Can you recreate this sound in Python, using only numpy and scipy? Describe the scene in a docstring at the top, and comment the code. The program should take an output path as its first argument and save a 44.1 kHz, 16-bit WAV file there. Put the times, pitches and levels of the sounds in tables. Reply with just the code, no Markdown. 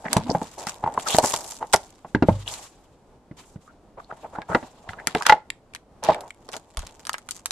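"""Film and foil buckle in sharp snaps, noise pulses filtered by sheet modes, over a bed of tiny creases.
Hands pull the shrink film off a cardboard box of trading cards, set the box on the desk, open its lid,
take out a foil pack and start to pinch it open, close to a small stereo microphone in a quiet room.
The box knocks with damped wall tones, noise and low thuds; creaks and rubs are stick-slip noise,
and the taut pack clicks through resonators. Reflections and a faint rush surround it all."""
import sys
import numpy as np
from scipy import signal
from scipy.fft import rfft, irfft, next_fast_len
from scipy.io import wavfile

SR = 44100
rng = np.random.default_rng(int(sys.argv[2]) if len(sys.argv) > 2 else 0)


def bounce(signal):
    """Save signal as a 16-bit WAV file at the path given by the first command-line argument."""
    frames = np.transpose(np.atleast_2d(signal))
    limited = np.clip(frames, -1, 1)
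    pcm = np.round(limited * 32767).astype(np.int16)
    wavfile.write(sys.argv[1], SR, pcm)


N = 331191
TIME = np.arange(N) / SR  # s
HIT_TIME = TIME[:8192]  # s, long enough for one short event
TOP_HZ = 16300  # upper limit of the resonators and the microphone

# Spectrum of struck or scraped cardboard. Each row: frequency in Hz, relative level in dB per Hz.
CARDBOARD_SPECTRUM = [(30, -19.5), (120, -13), (230, -12), (400, -6.5), (650, -1), (900, 1.5),
                      (1250, -14.5), (1700, -20.5), (3000, -35.5), (8000, -65)]
# Stereo width of the two microphone ports. Each row: frequency in Hz, side minus mid in dB.
STEREO_WIDTH = [(250, -15), (600, -17), (1400, -4.5), (2800, -4), (5000, -0.5)]


def undb(db):
    """Decibels are logarithmic: 20 dB is a factor of ten in amplitude."""
    return 10 ** (np.asarray(db) / 20)


def unit(x):
    """Normalisation by mean power: scale to rms 1."""
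    return x / np.sqrt(np.mean(x ** 2))


def dose(x, seconds=0.019):
    """Normalisation by energy: scale a transient to what rms 1 has over the given time."""
    energy = np.mean(np.sum(x ** 2, axis=-1))
    return x * np.sqrt(seconds * SR / energy)


def add(out, s, x):
    """Superposition: mix x into out from time s."""
    i = max(int(s * SR), 0)
    out[:, i:i + x.shape[-1]] += x[..., :max(N - i, 0)]


def colour(x, points):
    """Minimum-phase filtering: a causal response through (Hz, dB) points, from a folded cepstrum."""
    n = 2 * next_fast_len(x.shape[-1] // 2 + 512)
    hz, db = np.transpose(points)
    bin_hz = np.arange(n // 2 + 1) * SR / n
    gain = undb(np.interp(np.log(bin_hz + 1), np.log(hz), db))
    cepstrum = irfft(np.log(gain))
    cepstrum[1:n // 2] *= 2
    cepstrum[n // 2 + 1:] = 0
    response = np.exp(rfft(cepstrum))
    return irfft(rfft(x, n) * response)[..., :x.shape[-1]]


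def resonate(x, hz, q):
    """Damped simple resonance: a two-pole band-pass whose ringing lengthens with q."""
    w = 2 * np.pi * min(hz, TOP_HZ) / SR
    a = np.sin(w) / (2 * q)
    return signal.lfilter([a, 0, -a], [1 + a, -2 * np.cos(w), 1 - a], x)


def burst(envelope):
    """Partial coherence: enveloped stereo noise, left and right alike in the bass, apart in the treble."""
    mid, side = rng.standard_normal((2, len(envelope))) * envelope
    side = colour(side, STEREO_WIDTH)
    return np.array([mid + side, mid - side])


def swell(t, rise, decay):
    """Exponential relaxation: an envelope that builds up and dies away."""
    return (1 - np.exp(-t / rise)) * np.exp(-t / decay)


def walk(rate):
    """Slow random modulation: a smooth wander through `rate` random points per second, spread near 1."""
    return np.interp(TIME * rate, np.arange(N), rng.standard_normal(N))


def grains(rate, spread_db, decay_s, smooth):
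    """Shot noise: an envelope of countless small slips, a few much larger, over even sliding."""
    sizes = undb(spread_db * np.minimum(rng.exponential(size=N), 4))
    slips = (rng.random(N) < rate / SR) * sizes ** 2
    power = signal.lfilter([1], [1, -np.exp(-2 / (decay_s * SR))], slips)
    return np.sqrt(power / power.mean() + smooth ** 2)


def stroke(length, attack_s, sag_db_per_s, release_s):
    """Force of one hand movement: it takes hold, loses force while it lasts and lets go."""
    t = TIME[:SR]
    held = np.minimum(t, length)
    attack = np.minimum(t / attack_s, 1)
    release = np.exp((held - t) / release_s)
    return attack * undb(-sag_db_per_s * held) * release


def panel(x, hz, q, share, count=4):
    """Modal response: each bent patch of sheet has a few modes of its own, scattered around hz."""
    octaves = rng.uniform(-0.53, 0.48, count)
    return x + share * sum(resonate(x, hz * 2 ** octave, q) for octave in octaves)


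def patches(lowest_hz, count, flicker_db):
    """Independent band modulation: half-octave noise bands flare and fade as the contact shifts."""
    pair = np.zeros((2, N))
    for hz in lowest_hz * 2 ** (np.arange(count) / 2):
        flickering = rng.standard_normal((2, N)) * undb(flicker_db * walk(70))
        pair += resonate(flickering, hz, 1.8) / np.sqrt(hz)
    side = colour(pair[1], STEREO_WIDTH)
    return np.array([pair[0] + side, pair[0] - side])


def room_tone():
    """Stationary broadband noise: a faint, even rush of room air and microphone hiss."""
    # Each row: frequency in Hz, relative level in dB per Hz.
    tone_spectrum = [(20, -0.5), (168, -10), (241, -9), (399, -11), (802, -14.5), (2000, -34),
                     (8650, -44.5), (16000, -57.5)]
    level_db = -53.5
    rush = burst(undb(1.3 * walk(15.0)))
    return undb(level_db) * unit(colour(rush, tone_spectrum))


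def room(x, early_db=-16, early_s=0.0037, late_db=-24, late_s=0.031):
    """Reflection: desk and wall answer quickly; the small room adds a short, duller tail."""
    t = TIME[:SR // 2]
    early = burst((t > .002) * np.exp(-t / early_s))
    late = burst((t > .012) * np.exp(-t / late_s))
    late = colour(late, [(400, 9.0), (900, 2.5), (8000, -1.5), (15000, -7.5)])
    response = undb(early_db) * dose(early, 1 / SR) + undb(late_db) * dose(late, 1 / SR)
    return x + signal.fftconvolve(x, response, axes=1)[:, :N]


def desk():
    """Modal decay: the modes of the desk top boom on after the heaviest blows."""
    # Blows that reach the desk. Each row: start in seconds, level in dB.
    landings = [(0.169, -38), (2.151, -37), (2.288, -23.5)]
    # Modes of the desk. Each row: frequency in Hz, relative level in dB, 60 dB decay time in seconds.
    desk_modes = [(50, -3.5, 0.55), (100.8, 9, 0.36), (126, -3, 0.42), (534, -3, 0.2)]
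    rise_s = 0.0062
    out, t = np.zeros((2, N)), TIME[:SR]
    boom = sum(undb(db - 60 * t / t60) * np.sin(2 * np.pi * hz * t) for hz, db, t60 in desk_modes)
    for s, db in landings:
        add(out, s, undb(db) * dose(boom, 0.13) * np.minimum(t / rise_s, 1))
    return out


def holding():
    """Random modulation of grip: faint rustle, crinkle and rub envelopes of fingers that never rest."""
    # Each row: start in seconds, end in seconds, rustle in dB, crinkle in dB, rub in dB.
    holds = [(-0.05, 1.9, -56, -60, -51.5), (3.97, 5.15, -67, -62, -55), (6.02, 7.52, -64.5, -65.5, -61.5)]
    grip_fade_s, fidget_db, fidget_per_s = 0.052, 4.2, 17
    out = 0
    for start, end, *db in holds:
        grip = np.clip(np.minimum(TIME - start, end - TIME) / grip_fade_s, 0, 1)
        out = out + undb(db)[:, None] * grip
    return out * undb(fidget_db * walk(fidget_per_s))


def rubbing(held):
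    """Stick-slip friction of skin and card; the hollow box gives the scrape its pitch."""
    # Pushes of fingers, flaps and pack. Each row: start in seconds, length in seconds, level in dB.
    pushes = [(0.038, 0.12, -37), (0.114, 0.096, -27.5), (0.257, 0.2, -35), (0.572, 0.26, -37),
              (0.823, 0.09, -33.5), (0.915, 0.17, -36.5), (1.058, 0.14, -30.5), (1.222, 0.32, -31.5),
              (1.601, 0.051, -32), (2.461, 0.19, -40.5), (3.968, 0.024, -36), (4.087, 0.029, -40),
              (4.226, 0.035, -34.5), (4.325, 0.1, -37.5), (4.484, 0.059, -29), (4.858, 0.15, -42.5),
              (4.963, 0.2, -42), (5.144, 0.088, -36.5), (5.256, 0.12, -30.5), (6.023, 0.17, -28),
              (6.197, 0.084, -41), (6.079, 0.042, -19), (6.482, 0.008, -30.5), (6.527, 0.04, -34)]
    attack_s, sag_db_per_s, release_s = 0.012, 53.5, 0.007
    power = held[None] ** 2
    for s, length, db in pushes:
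        push = undb(db) * stroke(length, attack_s, sag_db_per_s, release_s)
        add(power, s, push ** 2)
    slips = burst(grains(rate=130, spread_db=0.5, decay_s=0.0073, smooth=0.89))
    return unit(colour(slips, CARDBOARD_SPECTRUM)) * np.sqrt(power)


def box(rise_s=0.00079, clatter_s=0.0085, damped_s=0.035):
    """Impact excitation: a blow rings a wall, rattles the contents, cracks at the edge, shoves the box."""
    # Blows on box and pack. Each row: start in seconds, pitch of the struck wall in Hz, ring in dB,
    # clatter in dB, crack in dB, thud pitch in Hz, thud in dB.
    knocks = [(0.056, 1000, -39, -30.5, -40.5, 172, -37.5), (0.165, 880, -34.5, -19, -33, 162.4, -15.5),
              (0.295, 666, -26.5, -30.5, -56, 260, -23), (0.311, 484, -25, -45, -62, 215, -41),
              (0.349, 756, -21.5, -21, -49, 192, -24.5), (0.416, 870, -30.5, -31.5, -74, 249, -28.5),
              (0.669, 820, -34.5, -40, -33.5, 189, -37), (0.839, 840, -24, -28.5, -41, 181, -31),
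              (0.862, 885, -25.5, -32.5, -50, 230, -41.5), (0.875, 840, -24, -29, -48.5, 231, -37.5),
              (0.9764, 992, -19.5, -27, -53.5, 235, -36.5), (1.146, 690, -22, -30.5, -30.5, 296.6, -21.5),
              (1.185, 652, -9.5, -17, -54, 247, -54), (1.231, 750, -38.5, -27, -53, 240, -35),
              (1.239, 890, -26, -19.5, -34.5, 271, -27), (1.337, 980, -28, -27, -36.5, 243, -45.5),
              (1.627, 870, -27.5, -52, -45.5, 255, -65), (1.7365, 970, -18, -15.5, -23, 234, -30.5),
              (1.744, 716, -16.5, -23, -32.5, 240, -39), (2.047, 944, -40.5, -37, -77, 135, -54),
              (2.148, 1560, -24.5, -28, -30.5, 204, -15.5), (2.224, 660, -21, -29, -29, 250, -12.5),
              (2.2355, 357, -20.5, -35.5, -60, 240, -27), (2.2854, 537, -16, -19, -49, 126, -13),
              (2.2926, 740, -29.5, -37, -53, 198, -20), (3.311, 390, -81, -73, -57.5, 180.5, -37),
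              (3.558, 506, -56, -59, -61, 142, -35.5), (4.124, 670, -37, -40, -58, 187, -47.5),
              (4.385, 815, -32.5, -35, -63.5, 242, -35), (4.498, 430, -38, -35, -53, 147, -33),
              (4.516, 860, -30, -46, -48, 230, -37.5), (4.5473, 774, -22, -16, -19.5, 230, -22),
              (4.627, 710, -57, -40.5, -49, 264, -38), (4.889, 735, -44.5, -66, -34.5, 97, -37.5),
              (5.072, 1360, -37, -45, -31.5, 210, -35), (5.149, 736, -23, -23.5, -30, 218, -25.5),
              (5.157, 436, -25.5, -36.5, -44, 240, -42.5), (5.295, 860, -8.5, -18, -10, 263, -54.5),
              (5.322, 860, -8.5, -18, -17.5, 192.6, -44), (6.087, 636, -13, -17.5, -47, 303, -48),
              (6.5635, 440, -44, -48.5, -58, 300, -48), (6.772, 1096, -47, -41, -64, 40.2, -23.5),
              (6.83, 1130, -58, -45, -59, 45, -38)]
    # Upper modes of the cardboard walls. Each row: frequency in Hz, q, level in dB.
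    wall_modes = [(1410, 27, 4), (2015, 13, 4.5), (2720, 13, 4.5)]
    # Each row: frequency in Hz, relative level in dB per Hz.
    crack_spectrum = [(500, -38), (1100, -0.5), (1500, 5.5), (2000, 0.5), (2600, -10.5), (4000, -11),
                      (8000, -30.5), (15000, -50.5)]
    # contents damp the shut box; with the lid open its walls swell and ring: rise s, decay s
    lid_opens_s, shut_ring, open_ring = 4.7, (0.00048, 0.0028), (0.004, 0.0079)
    out = np.zeros((2, N))
    damping = np.exp(-(HIT_TIME / damped_s) ** 2)  # the holding hand soon stills the box
    for s, wall_hz, ring_db, clatter_db, crack_db, thud_hz, thud_db in knocks:
        # the wall is stiffer while it is bent, so its pitch sags as it dies
        wall = np.sin(2 * np.pi * wall_hz * HIT_TIME * (1.03 - 1.6 * HIT_TIME))
        rise_decay_s = open_ring if s > lid_opens_s else shut_ring
        ring = damping * wall * swell(HIT_TIME, *rise_decay_s)

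        clatter = colour(burst(swell(HIT_TIME, rise_s, clatter_s)), CARDBOARD_SPECTRUM)

        edge = burst(swell(HIT_TIME, 0.00029, 0.0056))
        edge_mid = edge.mean(axis=0)
        edge_ring = sum(undb(db) * resonate(edge_mid, hz, q) for hz, q, db in wall_modes)
        crack = colour(edge + edge_ring, crack_spectrum)

        # the heavy, well damped body swings only once or twice
        cycles = HIT_TIME * thud_hz
        swing = np.sin(2 * np.pi * cycles) * swell(cycles, 0.33, 0.56)
        shudder = burst(np.exp(-cycles / 2.9))
        shudder = resonate(resonate(shudder, thud_hz, 0.86), thud_hz, 0.86)
        thud = (dose(swing) + dose(shudder)) * damping

        for db, part in [(ring_db, ring), (clatter_db, clatter), (crack_db, crack), (thud_db, thud)]:
            add(out, s, undb(db) * dose(part))
    return out


def creaks():
    """Stick-slip excitation: a dragged edge jerks and keeps one rising resonance of the sheet ringing."""
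    # Film or card over an edge. Each row: start in seconds, length in seconds, pitch in Hz, level in dB.
    drags = [(0.038, 0.06, 1780, -36.5), (0.082, 0.053, 259, -36.5), (0.187, 0.19, 250, -36),
             (0.296, 0.03, 5000, -33), (1.053, 0.029, 1300, -29.5), (1.092, 0.034, 3100, -31.5),
             (1.118, 0.033, 3400, -27.5), (2.456, 0.064, 3240, -36), (3.665, 0.055, 1300, -53),
             (3.973, 0.041, 1105, -45), (4.012, 0.059, 4150, -62.5), (4.1, 0.017, 1250, -35.5),
             (4.329, 0.067, 1420, -43.5), (4.482, 0.084, 1350, -34), (4.829, 0.102, 740, -48.5),
             (4.973, 0.048, 1760, -42), (5.207, 0.009, 1000, -26), (6.153, 0.024, 690, -34.5)]
    pitch_rise = 0.1  # the sheet tightens: pitch starts this share below and ends this share above
    out = np.zeros((2, N))
    jerks = grains(rate=53, spread_db=4.5, decay_s=0.0012, smooth=0.45)
    for s, length, hz, db in drags:
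        force = np.sin(np.pi * np.minimum(HIT_TIME / length, 1)) ** 2
        drag = burst(np.sqrt(force) * jerks[int(s * SR):][:len(HIT_TIME)])
        ringing = resonate(resonate(drag, hz, 3.5), hz, 3.5)
        # reading the ringing ever faster raises its pitch
        tightening = HIT_TIME * (1 + pitch_rise * (HIT_TIME / length - 1))
        creak = np.array([np.interp(tightening, HIT_TIME, channel) for channel in ringing])
        add(out, s, undb(db) * dose(creak, length))
    return out


def flicks():
    """Impulsive modal excitation: foil stretched over the cards clicks dryly in its own modes."""
    # The taut face of the sealed pack flicks in and out under the thumb.
    # Each row: start in seconds, level in dB.
    clicks = [(5.502, -29.5), (5.736, -49), (5.76, -43.5), (6.134, -46), (6.145, -37.5), (6.3053, -40)]
    # Modes of that face. Each row: frequency in Hz, q, level in dB.
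    face_modes = [(1887, 14, 1.5), (2260, 5.2, 8.5), (2730, 14, -4.5), (7200, 10, -6)]
    # The cards behind the face deaden its top. Each row: frequency in Hz, gain in dB.
    card_damping = [(10000, 2), (14000, -12)]
    rise_s, decay_s = 0.00088, 0.0014
    out = np.zeros((2, N))
    for s, db in clicks:
        flip = burst(swell(HIT_TIME[:len(HIT_TIME) // 2], rise_s, decay_s))
        face = sum(undb(mode_db) * resonate(flip, hz, q) for hz, q, mode_db in face_modes)
        add(out, s, undb(db) * dose(colour(face, card_damping)))
    return out


def film(held_rustle, held_crinkle):
    """Crackling noise: tiny creases fizz and tick, larger ones crinkle lower down; bare card only hisses."""
    # Pulls and squeezes of film or foil, slides over bare card.
    # Each row: start in seconds, length in seconds, rustle in dB, coarse crinkle in dB.
    pulls = [(0.092, 0.22, -49, -40), (0.406, 0.14, -45, -46.5), (0.568, 0.082, -42.5, -45),
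             (0.658, 0.033, -35, -35.5), (0.966, 0.26, -43.5, -42.5), (1.06, 0.11, -25.5, -30.5),
             (1.215, 0.14, -25, -33.5), (1.296, 0.17, -32.5, -43), (1.463, 0.1, -37.5, -46.5),
             (1.804, 0.26, -55.5, -55.5), (2.25, 0.33, -48.5, -45.5), (2.46, 0.21, -37.5, -39.5),
             (3.365, 0.042, -49, -46.5), (3.448, 0.073, -53, -63), (3.6, 0.062, -61, -63),
             (4.48, 0.2, -51, -61), (4.885, 0.0087, -46, -42.5), (5.07, 0.04, -55, -39),
             (5.141, 0.064, -44, -37.5), (5.247, 0.065, -45.5, -28.5), (6.023, 0.11, -47, -33),
             (6.511, 0.026, -39, -38), (6.776, 0.12, -53, -45.5), (7.3, 0.079, -46.5, -52.5)]
    # Thin film, then larger creases. Each row: frequency in Hz, relative level in dB per Hz.
    film_spectrum = [(1000, -24.5), (2800, -16), (4400, -5), (7400, 3.5), (9500, -4), (11500, -5),
                     (16000, -15)]
    crease_spectrum = [(400, -24), (1000, 3.5), (1600, -4), (3500, 0.5), (5000, -2), (9000, -20)]
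    attack_s, sag_db_per_s, release_s = 0.024, 50, 0.022
    # crumpled sheet slowly unfolds afterwards: level after a pull of one second, less after shorter ones
    unfold_db, unfold_s = -51, 0.2
    # lone ticks against fizz: limp film mostly fizzes, stiff foil mostly ticks
    film_ticks, foil_ticks, foil_from_s = 0.85, 1.8, 6.2
    # while the closed box is handled bare, skin slides on the card with a smooth, wavering hiss
    bare_from_s, bare_to_s, waver_db, waver_per_s = 2.0, 5.05, 2.5, 70

    power = np.array([held_rustle, held_crinkle]) ** 2
    unfolding = undb(unfold_db) * np.exp(-TIME[:2 * SR] / unfold_s)
    for s, length, rustle_db, crinkle_db in pulls:
        pull = stroke(length, attack_s, sag_db_per_s, release_s)
        add(power, s, (undb([[rustle_db], [crinkle_db]]) * pull) ** 2)
        add(power, s + length, (length * unfolding) ** 2)
    fine, coarse = np.sqrt(power)

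    fizz = grains(rate=500, spread_db=4, decay_s=0.002, smooth=0.55)
    ticks = grains(rate=90, spread_db=3, decay_s=.0005, smooth=0)
    tick_share = np.where(TIME < foil_from_s, film_ticks, foil_ticks)
    creasing = np.hypot(fizz, tick_share * ticks) / np.hypot(1, tick_share)
    bare = (TIME > bare_from_s) & (TIME < bare_to_s)
    creasing = np.where(bare, undb(waver_db * walk(waver_per_s)), creasing)

    rustle = unit(colour(creasing * patches(3300, count=5, flicker_db=4.0), film_spectrum))
    crinkle = unit(colour(creasing * patches(870, count=5, flicker_db=4.0), crease_spectrum))
    return rustle * fine + crinkle * coarse


def snaps(shiver_db=-26):
    """Snap-through buckling: a crease flips in about a millisecond; the sheet pops and shivers briefly."""
    # Creases of film and foil that buckle.
    # Each row: start in seconds, snap in dB, centre in Hz, pop of the sheet in dB.
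    buckles = [(0.1302, -10.5, 8440, -19), (0.168, -17.5, 5850, -24), (0.669, -23.5, 7050, -48),
               (0.687, -30, 6400, -33), (0.9403, -35, 6700, -44), (1.0862, -20, 6300, -42),
               (1.185, -8, 5900, -21), (1.246, -20.5, 6900, -42), (1.3395, -17.5, 5430, -26),
               (1.362, -20.5, 6340, -31.5), (1.4435, -33, 8250, -56), (1.7273, -24, 8000, -35),
               (1.7334, -11, 5900, -16.5), (1.7365, -12.5, 7800, -6.5), (1.7418, -11.5, 7200, -38),
               (1.761, -18, 7200, -34), (2.5391, -26, 5800, -64), (4.4181, -49, 4393, -31.5),
               (4.933, -60, 3000, -31), (5.0712, -12, 6580, -16), (5.1492, -30, 3030, -15),
               (5.2225, -26, 5430, -21), (5.232, -34, 5400, -35), (5.254, -49, 4000, -23),
               (5.2643, -15, 4950, -15.5), (5.2657, -11, 4730, -9.5), (5.288, -27.5, 4000, -20),
               (5.2972, -20.5, 3927, -10.5), (5.749, -28, 3300, -31), (6.0376, -24, 4420, -33),
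               (6.048, -27, 4530, -30), (6.2076, -34.5, 9900, -46), (6.4892, -36, 5800, -36),
               (6.534, -43, 4500, -37), (6.5407, -39, 6450, -27.5), (6.5659, -28.5, 5800, -36.5),
               (6.7715, -24, 3890, -28.5), (6.7922, -29, 6130, -35), (7.052, -33.5, 6430, -39.5),
               (7.069, -25.5, 6650, -30), (7.0937, -21.5, 5100, -16.5), (7.1313, -25.5, 7700, -50),
               (7.1418, -37, 4930, -20), (7.182, -34.5, 6600, -35.5), (7.2886, -28.5, 7400, -30.5),
               (7.3093, -20, 6500, -50), (7.458, -17.5, 8400, -25), (7.5079, -17, 4860, -26.5)]
    # Each row: frequency in Hz, relative level in dB per Hz.
    sheet_spectrum = [(100, -27), (450, -15.5), (900, 6), (1700, 4.5), (2700, -4.5), (4500, -13),
                      (10000, -39)]
    # popping a large patch of sheet takes longer: the decay is flip_s doubled at big_pop_db
    rise_s, flip_s, big_pop_db, shiver_s = 0.00084, 0.00031, -19, 0.007
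    out, t = np.zeros((2, N)), HIT_TIME[:len(HIT_TIME) // 2]
    for s, db, hz, pop_db in buckles:
        pan_db = 1.5 * rng.standard_normal()  # each crease lies a little to one side
        decay_s = flip_s * (1 + undb(pop_db - big_pop_db))
        flip = swell(t, rise_s, decay_s) + undb(shiver_db) * np.exp(-t / shiver_s)

        crease = resonate(panel(burst(flip), hz, q=23, share=1.3), hz, 0.066)
        crease = colour(crease, [(1200, -14.0), (3000, 6), (11000, 0.0), (15000, -16.5)])
        crease = np.array([dose(channel, 0.0016) for channel in crease])

        pop = panel(burst(flip), 1800, q=34.0, share=0.84)
        pop = dose(colour(pop, sheet_spectrum), 0.0022)

        sides = unit(undb(np.array([[pan_db], [-pan_db]]) / 2))
        add(out, s, sides * (undb(db) * crease + undb(pop_db) * pop))
    return out


def scene():
    """Linear superposition: box, desk and wrappers sound together in the room, over its tone."""
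    rustle, crinkle, rub = holding()
    cardboard = desk() + rubbing(rub) + box()
    wrappers = creaks() + flicks() + film(rustle, crinkle) + snaps()
    return room(cardboard + wrappers) + room_tone()


def record(dry):
    """Transduction: the microphone colours the sound, clips beyond full scale and cuts bottom and top."""
    # Colour of the microphone. Each row: frequency in Hz, gain in dB.
    mic_response = [(5800, -0.5), (7600, 0.5), (10000, 0.5), (13500, -2), (16000, -10)]
    bottom_hz = 24
    low_cut = signal.butter(2, bottom_hz, "high", fs=SR, output="sos")
    top_cut = signal.ellip(10, .2, 80, TOP_HZ, fs=SR, output="sos")
    heard = colour(signal.sosfilt(low_cut, dry), mic_response)
    return signal.sosfilt(top_cut, np.clip(heard, -1, 1))


dry = scene()
out = record(dry)
bounce(out)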